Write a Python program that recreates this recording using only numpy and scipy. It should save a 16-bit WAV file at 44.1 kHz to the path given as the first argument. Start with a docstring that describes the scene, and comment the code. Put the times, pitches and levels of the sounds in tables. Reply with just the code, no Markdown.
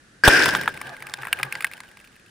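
"""A plastic bottle of dry ice bursts in a yard, heard inside a waterproof camera housing close by.
The pressure wave overloads a housing resonance; a crackling noise roar sags and dies away round the yard.
Slugs of water strike as low pushes under noise splashes; spray falls as a hiss with ringing droplets.
Drops and scraps click as damped modes, scraps tumble as resonant noise, and low booms and faint
sliding tones are sinusoids under bell-shaped envelopes. Rumble and quiet air are shaped noise."""
import sys
import numpy as np
from scipy import signal
from scipy.fft import rfft, irfft, next_fast_len
from scipy.io import wavfile
from scipy.ndimage import map_coordinates

SR = 44100
rng = np.random.default_rng(int(sys.argv[2]) if len(sys.argv) > 2 else 0)


def master_out(mix):
    """Clip the mix to full scale and print it as 16-bit PCM to the path in sys.argv[1]."""
    frames = np.transpose(np.atleast_2d(mix))
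    ceiling = np.clip(frames, -1, 1)
    pcm = np.round(ceiling * 32767).astype(np.int16)
    wavfile.write(sys.argv[1], SR, pcm)


N = 101429
BURST_S, SLAM_S = 0.237, 0.2764  # the burst; the onset of spray and rumble


def amp(db):
    """Decibel law: level in dB to amplitude ratio."""
    return 10 ** (np.asarray(db) / 20)


def unit(x):
    """Normalization to an rms of 1."""
    return x / np.sqrt(np.mean(x ** 2) + 1e-20)


def clock():
    """Uniform sampling: the time of every sample in seconds."""
    return np.arange(N) / SR


def along(points, hz):
    """Interpolation of (frequency, value) points on a logarithmic frequency axis."""
    point_hz, value = np.transpose(points)
    return np.interp(np.log(hz + 1), np.log(point_hz + 1), value)


def wobble(rate):
    """Band-limited fluctuation: a smooth random curve with rate knots a second."""
    knots = rng.standard_normal(int(N * rate / SR) + 4)
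    return map_coordinates(knots, [clock() * rate])


def filtered(x, response):
    """Linear filtering: the spectrum of x times a response of frequency."""
    m = next_fast_len(N + SR // 2)
    spectrum = rfft(x, m) * response(np.fft.rfftfreq(m, 1 / SR))
    return irfft(spectrum, m)[..., :N]


def rush(gain, alike):
    """Partly coherent stereo noise of rms 1, with a gain and a left-right correlation per frequency."""
    def mid_side_gain(hz):
        turn = np.arccos(np.clip(along(alike, hz), -1, 1)) / 2
        return gain(hz) * np.array([np.cos(turn), np.sin(turn)])

    mid, side = filtered(rng.standard_normal((2, N)), mid_side_gain)
    return unit(np.array([mid + side, mid - side]))


def colour(points):
    """Spectral shaping: gain per frequency from (pitch_hz, gain_db) points."""
    return lambda hz: amp(along(points, hz))


def resonances(rows):
    """Parallel second-order resonators: the summed response of (pitch_hz, width_hz, gain_db) rows."""
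    return lambda hz: sum(amp(db) * 1j * hz * width / (centre ** 2 - hz ** 2 + 1j * hz * width)
                          for centre, width, db in rows)


def held(start, hold, t60):
    """Exponential decay after a sudden start and a hold; t60 is the time to fall 60 dB."""
    t = clock() - start
    return (t >= 0) * amp(-60 * np.maximum(t - hold, 0) / t60)


def hit_level(x):
    """Energy normalization: a hit carries the energy of 10 ms at rms 1."""
    return unit(x) * np.sqrt(SR / 100 / len(x))


TAP_ATTACK_S = 0.0004


def onset(t):
    """Exponential rise of a struck mode."""
    return 1 - np.exp(-t / TAP_ATTACK_S)


def ring(modes, t, rough=0.09):
    """Modal synthesis: damped sinusoids with new levels, phases and slight phase noise at each hit."""
    hz, db, t60 = np.transpose(modes)[:, :, None]
    steps = rng.standard_normal((len(hz), len(t)))
    drift = rough * np.cumsum(steps, axis=1) * np.sqrt(hz / SR) * 2 * np.pi
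    decay = amp(db + rng.normal(0, 1.5, hz.shape) - 60 * t / t60)
    waves = decay * np.sin(2 * np.pi * (hz * t + rng.random(hz.shape)) + drift)
    return hit_level(waves.sum(axis=0) * onset(t))


def add(track, s, sound):
    """Superposition: mix a sound into a track at s seconds."""
    part = track[max(round(s * SR), 0):][:len(sound)]
    part += sound[:len(part)]


# Spectrum of the quiet air: pitch_hz, gain_db (relative, per Hz)
AIR_COLOUR = [(15, -32), (25, -7.5), (64, -8), (91, -11.5), (110, -4.5), (227, -7), (331, -9.5),
              (482, -13.5), (970, -22), (1660, -7), (2120, -18), (10600, -27), (15500, -62.5)]
AIR_DB = -54.5


def air():
    """Stationary coloured noise: the quiet air of the yard, more alike left and right in the bass."""
    return amp(AIR_DB) * rush(colour(AIR_COLOUR), [(100, 1.0), (1600, 0.2), (6000, 0.2)])


# Spectrum of the roar: pitch_hz, gain_db (relative, per Hz)
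ROAR_COLOUR = [(24, -64.5), (40, -40), (166, -14.5), (207, -20), (294, -7), (535, -10.5), (591, -8.5),
               (973, -16), (1250, -17.5), (1560, 1.5), (2160, -13), (2390, -9.5), (4130, -24.5),
               (5170, -18), (6640, -34), (9890, -29.5), (11800, -60.5), (14000, -52), (15500, -47)]
# Left-right likeness of the roar and rumble: pitch_hz, correlation
ROAR_ALIKE = [(60, 1), (290, 0.63), (640, 0.25), (1000, 0.17), (1600, 0.89), (3100, .15), (5000, 0.17),
              (15000, 0.76)]
# Housing modes that the roar keeps ringing: pitch_hz, width_hz, gain_db
HOUSING_MODES = [(1591, 35, 2), (1693, 40, -9), (2420, 60, -16.5), (5130, 410, -22)]
# Spectrum of fine shreds and spray inside the roar: pitch_hz, gain_db (relative, per Hz)
CRACKLE_COLOUR = [(300, -30.5), (1500, 0.5), (2400, -1), (4000, -4.5), (5200, 5), (6500, -9.5),
                  (10000, -10.5), (12000, -34.5), (15000, -22.5)]
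RING_HZ, RING_DB, RING_HOLD_S, RING_T60_S = 1603, -6.5, 0.006, 0.02
RING_DRIVE = 2  # overload of the first ring
RING_WAVER_RAD, RING_WAVER_PER_S = 0.3, 700  # phase unsteadiness and its knots a second
# the roar sags slowly, then falls
ROAR_DB, ROAR_HOLD_S, SAG_DB_PER_S, FALL_DB_PER_S = -10, 0.17, 29.5, 94
ROAR_TOP_DB, ROAR_RISE_S = -7, 0.012
HOUSING_DB, CRACKLE_PER_S, CRACKLE_DB = -5, 170, -12.5  # levels relative to the roar's noise


def first_ring():
    """Saturated resonance: the pressure wave overloads one housing mode, squaring its sinusoid."""
    phase = 2 * np.pi * RING_HZ * (clock() - BURST_S) + RING_WAVER_RAD * wobble(RING_WAVER_PER_S)
    overloaded = np.tanh(-RING_DRIVE * np.sin(phase)) / np.tanh(RING_DRIVE)
    return amp(RING_DB) * held(BURST_S, RING_HOLD_S, RING_T60_S) * overloaded


def roar():
    """Broadband noise excites the housing modes; random impulses crackle; saturation bounds the peaks."""
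    t = clock() - BURST_S
    sag_db = SAG_DB_PER_S * np.clip(t, 0, ROAR_HOLD_S)
    fall_db = FALL_DB_PER_S * np.maximum(t - ROAR_HOLD_S, 0)
    level_db = ROAR_DB - sag_db - fall_db + 1.5 * wobble(130)
    housing = rush(resonances(HOUSING_MODES), ROAR_ALIKE) * amp([[1.2], [-1.2]])  # stronger on the left
    shreds = (rng.random((2, N)) < CRACKLE_PER_S / SR / 2) * rng.standard_normal((2, N))
    crackle = unit(filtered(shreds + 0.5 * shreds[::-1], colour(CRACKLE_COLOUR)))
    noise = unit(rush(colour(ROAR_COLOUR), ROAR_ALIKE) + amp(HOUSING_DB) * housing)
    noise = noise + amp(CRACKLE_DB) * crackle
    swell = (t > 0) * np.clip(t / ROAR_RISE_S, 0, 1)
    loud = swell * noise * amp(level_db) / amp(ROAR_TOP_DB)
    return amp(ROAR_TOP_DB) * loud / (1 + loud ** 4) ** (1 / 4)


def burst():
    """Superposition of the housing's first ring and the roar, slightly stronger on the left."""
    return (first_ring() + roar()) * amp([[0.6], [-0.6]])


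# Spectrum of the yard's low rumble: pitch_hz, gain_db (relative, per Hz)
RUMBLE_COLOUR = [(25, -24.5), (60, -8), (130, -4), (300, -4), (600, -7.5), (1200, -36.5), (4000, -80)]
RUMBLE_DB, RUMBLE_HOLD_S, RUMBLE_T60_S = -39, 0.34, 0.73


def rumble():
    """Reverberant decay: the bass of the blast rolls on round the yard and outlasts the roar."""
    envelope = held(SLAM_S, RUMBLE_HOLD_S, RUMBLE_T60_S)
    return amp(RUMBLE_DB) * envelope * rush(colour(RUMBLE_COLOUR), ROAR_ALIKE)


# Dead spots of the housing's shell: pitch_hz, width_hz, gain_db
SHELL_DIPS = [(5960, 980, -5.5), (12100, 880, -26.5)]
SHELL_LOW_HZ = 720


def shell(x):
    """High-pass transmission: the stiff shell passes no bass from light hits and has treble dead spots."""
    x = signal.sosfilt(signal.butter(4, SHELL_LOW_HZ, 'high', fs=SR, output='sos'), x)
    return filtered(x, lambda hz: amp(sum(db * np.exp(-((hz - centre) / width) ** 2)
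                                          for centre, width, db in SHELL_DIPS)))


# Spray falling on the ground: start_s, level_db
SPRAY_LEVEL = [(.3, -43), (.55, -26.5), (.73, -45), (.9, -38), (1.0, -45), (1.15, -46), (1.27, -43),
               (1.35, -42), (1.43, -41), (1.58, -40.5), (1.7, -45.5), (1.85, -54.5), (2.05, -60),
               (2.3, -72)]
# Spectrum of the spray: pitch_hz, gain_db (relative, per Hz)
WASH_COLOUR = [(35, -36), (60, -16.5), (152, -9.5), (253, -12), (810, -7.5), (976, -11.5), (1350, -13.5),
               (1590, 4.5), (2010, -17.5), (2410, -11.5), (4030, -22), (5080, -25.5), (7030, -37.5),
               (9510, -26), (12000, -49.5), (14100, -31.5), (15500, -36.5)]
# Left-right likeness of the spray and tumbling scraps: pitch_hz, correlation
WASH_ALIKE = [(100, 1), (500, .4), (1600, 0.55), (3000, .4), (10000, 0.39)]
# Resonances in the spray's hiss: pitch_hz, width_hz, gain_db
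WASH_RINGS = [(527, 30, -12), (860, 40, -8), (1620, 58, -1)]
WASH_RING_DB = -3.5  # relative to the hiss


def wash(level_db):
    """Dense random impacts merge into coloured noise: fine spray hisses on the ground."""
    rings = rush(resonances(WASH_RINGS), WASH_ALIKE)
    hiss = unit(rush(colour(WASH_COLOUR), WASH_ALIKE) + amp(WASH_RING_DB) * rings)
    return hiss * amp(level_db + 2.1 * wobble(44.87)) * (clock() > SLAM_S)


# Housing modes of a click: pitch_hz, level_db (relative), t60_s
CLICK = [(3620, -1.5, 0.019), (4430, -1.5, 0.0098), (5157, 2.5, 0.013), (6000, -4.5, 0.013),
         (7200, -1, 0.0097), (8400, -10, .008)]
# Housing modes of a sparkle: pitch_hz, level_db (relative), t60_s
SPARKLE = [(8400, -1.5, 0.012), (9440, 1, 0.02), (9810, -2.5, 0.026), (10260, -4.5, 0.02),
           (14400, -3.5, 0.019), (14170, 0.5, .018)]
DROPLETS_PER_S = 55  # taken over the whole length, then packed in after SLAM_S
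DROPLET_DB, DROPLET_SPREAD_DB = -51.5, 5.5
DROPLET_FOLLOWS = 0.43  # share of the spray's level changes, in dB


def droplets(level_db):
    """Randomly timed modal impacts: stray droplets tick on the housing, louder in heavier spray."""
    ticks, t = np.zeros(N), np.arange(SR // 32) / SR
    for place, size, pitch in rng.random((int(DROPLETS_PER_S * N / SR), 3)):
        s = SLAM_S + place * (N / SR - SLAM_S)
        db = DROPLET_DB + DROPLET_SPREAD_DB * min(-np.log(size), 2)
        db += DROPLET_FOLLOWS * (level_db[int(s * SR)] - level_db.max())
        tick = ring([(1800 + 1200 * pitch, 0, 0.012)], t)
        tick = tick + amp(-7.5) * ring(SPARKLE, t) + amp(-6.5) * ring(CLICK, t)
        add(ticks, s, amp(db) * tick)
    return shell(ticks)


def spray():
    """Superposition of merged impacts on the ground and separate impacts on the housing."""
    level_db = np.interp(clock(), *np.transpose(SPRAY_LEVEL))
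    return wash(level_db) + droplets(level_db)


# Slugs of water on the housing: start_s, push_db (before shaping), splash_db, hold_s
SLUGS = [(0.2769, -1.5, -5, 0.0058), (0.48, -26, -22, 0.011), (0.556, -42, -25, .003),
         (0.6783, -48, -33.5, 0.012)]
# Spectrum of a splash: pitch_hz, gain_db (relative, per Hz)
SPLASH_COLOUR = [(35, -29.5), (60, -17), (196, -4.5), (773, -3), (1630, -0.5), (1910, -15.5), (3760, -6),
                 (4220, -31.5), (9510, -14.5), (11500, -29.5), (15500, -19.5)]
PUSH_S, PUSH_DELAY_S, SPLASH_T60_S = 0.0026, 0.0016, 0.04


def slam():
    """Transient loading: each slug of thrown water gives one low push under a short splash."""
    splash = rush(colour(SPLASH_COLOUR), [(200, 1.0), (3000, 0.68)])
    track = 0
    for s, push_db, splash_db, hold in SLUGS:
        u = np.maximum(clock() - s - PUSH_DELAY_S, 0) / PUSH_S
        pulse = (1 - u) * np.exp(-u) * (1 - np.exp(-u / 0.08))  # swings once through zero
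        push = -2 * amp(push_db) * pulse
        track = track + push + amp(splash_db) * held(s, hold, SPLASH_T60_S) * splash
    return track


# Drops and scraps on the housing, levels before the shell:
# start_s, ring_db, pitch_hz (reference for the partials), knock_db, click_db, sparkle_db
TAPS = [(0.4016, -40, 1640, -24.5, -44, -54), (0.423, -35, 1640, -41, -25, -57),
        (0.4417, -35, 1630, -46, -24, -51), (0.4577, -20, 1720, -25, -26, -29.5),
        (0.489, -32, 1840, -41, -25, -51), (0.5365, -29, 1580, -39, -54, -41),
        (0.5501, -20, 1660, -28, -26.5, -61), (0.568, -47, 1560, -49, -48, -41),
        (0.6125, -32, 1680, -61, -35, -40), (0.6344, -33.5, 2040, -61, -61, -45),
        (0.6583, -33.5, 1630, -52, -60, -50), (0.6769, -16, 1600, -50, -68, -65),
        (0.689, -46, 2320, -46, -61, -58), (0.774, -38, 2170, -53, -58, -49),
        (0.8142, -33, 2094, -40, -42, -41.5), (0.893, -58, 1700, -51, -45, -64),
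        (0.966, -43.5, 1820, -58, -64, -56), (1.0037, -45, 2030, -59, -59, -55),
        (1.0233, -37, 2110, -44, -45.5, -46), (1.0679, -38, 2214, -57, -47, -46),
        (1.0965, -45, 1550, -57, -44, -56), (1.1378, -32, 1630, -54, -28.5, -39.5),
        (1.187, -41, 1580, -53, -53.5, -73.5), (1.2212, -41, 1740, -57, -47.5, -49),
        (1.2324, -34.5, 1540, -41, -59, -57), (1.2513, -35, 1710, -37, -55, -45),
        (1.2702, -36, 2020, -35.5, -59, -45), (1.283, -36, 1660, -59, -59, -55.5),
        (1.3283, -18.5, 2550, -37, -38.5, -26.5), (1.3884, -35.5, 2220, -49, -61, -45.5),
        (1.3982, -35.5, 1650, -40.5, -57, -49), (1.4299, -25, 2217, -53, -48, -34.5),
        (1.4314, -29.5, 2386, -37.5, -29.5, -39.5), (1.45, -50, 1830, -44, -67, -51.5),
        (1.5243, -27, 2320, -60, -40, -36), (1.553, -30, 1824, -57, -37.5, -61),
        (1.6066, -31.5, 2230, -61.5, -47, -41.5), (1.623, -37, 2360, -66, -43, -42),
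        (1.6447, -19.5, 2015, -47, -40, -29.5), (1.668, -40.5, 2430, -45.5, -49.5, -48),
        (1.7141, -42, 2120, -66, -56, -51.5), (1.7352, -39.5, 2420, -70, -44.5, -47.5),
        (1.7772, -49.5, 1870, -63, -57, -60.5), (1.8035, -40, 2020, -43, -44.5, -47.5),
        (1.835, -47, 1700, -79, -54, -74), (1.9711, -48.5, 2140, -55, -54, -58),
        (2.0007, -53, 2450, -70, -65, -60.5), (2.0427, -53, 2450, -70.5, -63, -61),
        (2.074, -53, 2300, -69, -60, -63), (2.163, -54.5, 1920, -69, -71, -66)]
# Housing modes of a knock: pitch_hz, level_db (relative), t60_s
KNOCK = [(840, -8, .014), (1058, 8.5, 0.014), (1330, -0.5, 0.032)]
# Spectrum of the crack in each tap: pitch_hz, gain_db (relative)
CRACK_COLOUR = [(100, 1.5), (600, -30), (1500, 21.5), (3000, 25.5), (6000, -31.5), (10000, -19),
                (12000, -26), (15000, -14)]
CRACK_DB, CRACK_T60_S = -10.5, 0.014  # level relative to the ring
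TAP_T60_S = 0.013
AFTER_HZ, AFTER_DB, AFTER_T60_S = 1608, -10, 0.06  # lingering resonance, relative to the ring
REBOUND_S, REBOUND_DB = 0.002705, -8  # each drop flattens and strikes a second time


def taps():
    """Impact excitation: each hit gives a pitched ring, knock, click and sparkle, alike in both ears."""
    track, t = np.zeros(N), np.arange(SR // 16) / SR
    grit = rush(colour(CRACK_COLOUR), [(1000, 0.79)])[0]
    for s, db, hz, knock_db, click_db, sparkle_db in TAPS:
        piece = grit[round(s * SR):][:len(t)]
        crack = hit_level(piece * amp(-60 * t / CRACK_T60_S) * onset(t))
        partials = [(hz * 0.576, -9, TAP_T60_S), (hz * 0.91, -3, TAP_T60_S), (hz * 1.071, 0, TAP_T60_S)]
        after = ring([(AFTER_HZ, 0, AFTER_T60_S)], t, rough=0.03)
        hit = amp(db) * (ring(partials, t) + amp(CRACK_DB) * crack + amp(AFTER_DB) * after)
        hit = hit + amp(knock_db) * ring(KNOCK, t)
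        hit = hit + amp(click_db) * ring(CLICK, t, rough=0.12)
        hit = hit + amp(sparkle_db) * ring(SPARKLE, t)
        add(track, s, hit)
        add(track, s + REBOUND_S, amp(db + REBOUND_DB) * ring(partials, t))
    return shell(track)


# Low booms after the burst: centre_s, level_db (rms at the centre), length_s (centre to 1/e)
BOOMS = [(0.448, -40.5, .06), (0.598, -43, 0.047), (.74, -52, 0.031), (.89, -49, 0.027),
         (1.06, -55.5, 0.052), (1.216, -47.5, .03), (1.452, -41, 0.038), (1.57, -54.5, 0.032)]
BOOM_HZ = 134


def booms():
    """Amplitude modulation: bell-shaped swells of one low, phase-wavering sinusoid."""
    t = clock()
    swell = sum(amp(db) * np.exp(-((t - s) / length) ** 2) for s, db, length in BOOMS)
    return np.sqrt(2) * swell * np.sin(2 * np.pi * BOOM_HZ * t + 0.5 * wobble(14))


# Faint sliding tones: centre_s, length_s (standard deviation), pitch_hz (at the centre),
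# glide_hz_per_s, level_db (rms at the centre, before its wobble)
TONES = [(.85, .02, 1180, -500, -50), (0.913, .025, 715, -1400, -43.5)]


def tones():
    """Linear frequency modulation: two faint tones slide down under bell-shaped envelopes."""
    track = np.zeros(N)
    for s, length, hz, glide, db in TONES:
        d = clock() - s
        envelope = amp(db + 2.8 * wobble(90)) * np.exp(-(d / length) ** 2 / 2)
        phase = 2 * np.pi * (hz + glide * d / 2) * d + 0.68 * wobble(130)
        track = track + envelope * np.sin(phase)
    return np.sqrt(2) * track


# Scraps tumbling on the ground: start_s, level_db, hold_s, t60_s
TUMBLES = [(0.889, -45, .04, .1), (1.045, -47.5, 0.074, 0.085), (1.181, -43.5, 0.015, 0.12),
           (1.393, -33, 0.015, 0.06), (1.441, -41, 0.033, 0.17)]
# Hollow resonances of the scraps: pitch_hz, width_hz, gain_db
TUMBLE_MODES = [(384, 62, -7.5), (523, 45, -9), (836, 66, -1.5), (1080, 90, -16), (1197, 63, -1),
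                (1595, 96, -4.5)]
TUMBLE_TOP_HZ = 2580


def tumbles():
    """Noise-driven resonance: scraps of the bottle land with a short hollow scrape."""
    def hollow(hz):
        return resonances(TUMBLE_MODES)(hz) / (1 + (hz / TUMBLE_TOP_HZ) ** 4)

    envelope = sum(amp(db) * held(s, hold, t60) for s, db, hold, t60 in TUMBLES)
    return rush(hollow, WASH_ALIKE) * envelope


def scene():
    """Linear superposition of every source over the quiet air."""
    return air() + burst() + rumble() + spray() + slam() + taps() + booms() + tones() + tumbles()


CEILING, TOP_HZ = 0.98, 15660


def record(dry):
    """Saturation and band limiting: peaks bend smoothly to a ceiling, then a steep low-pass acts."""
    clipped = dry / (1 + np.abs(dry / CEILING) ** 8) ** (1 / 8)
    return filtered(clipped, lambda hz: 1 / (1 + (hz / TOP_HZ) ** 90))


dry = scene()
out = record(dry)
master_out(out)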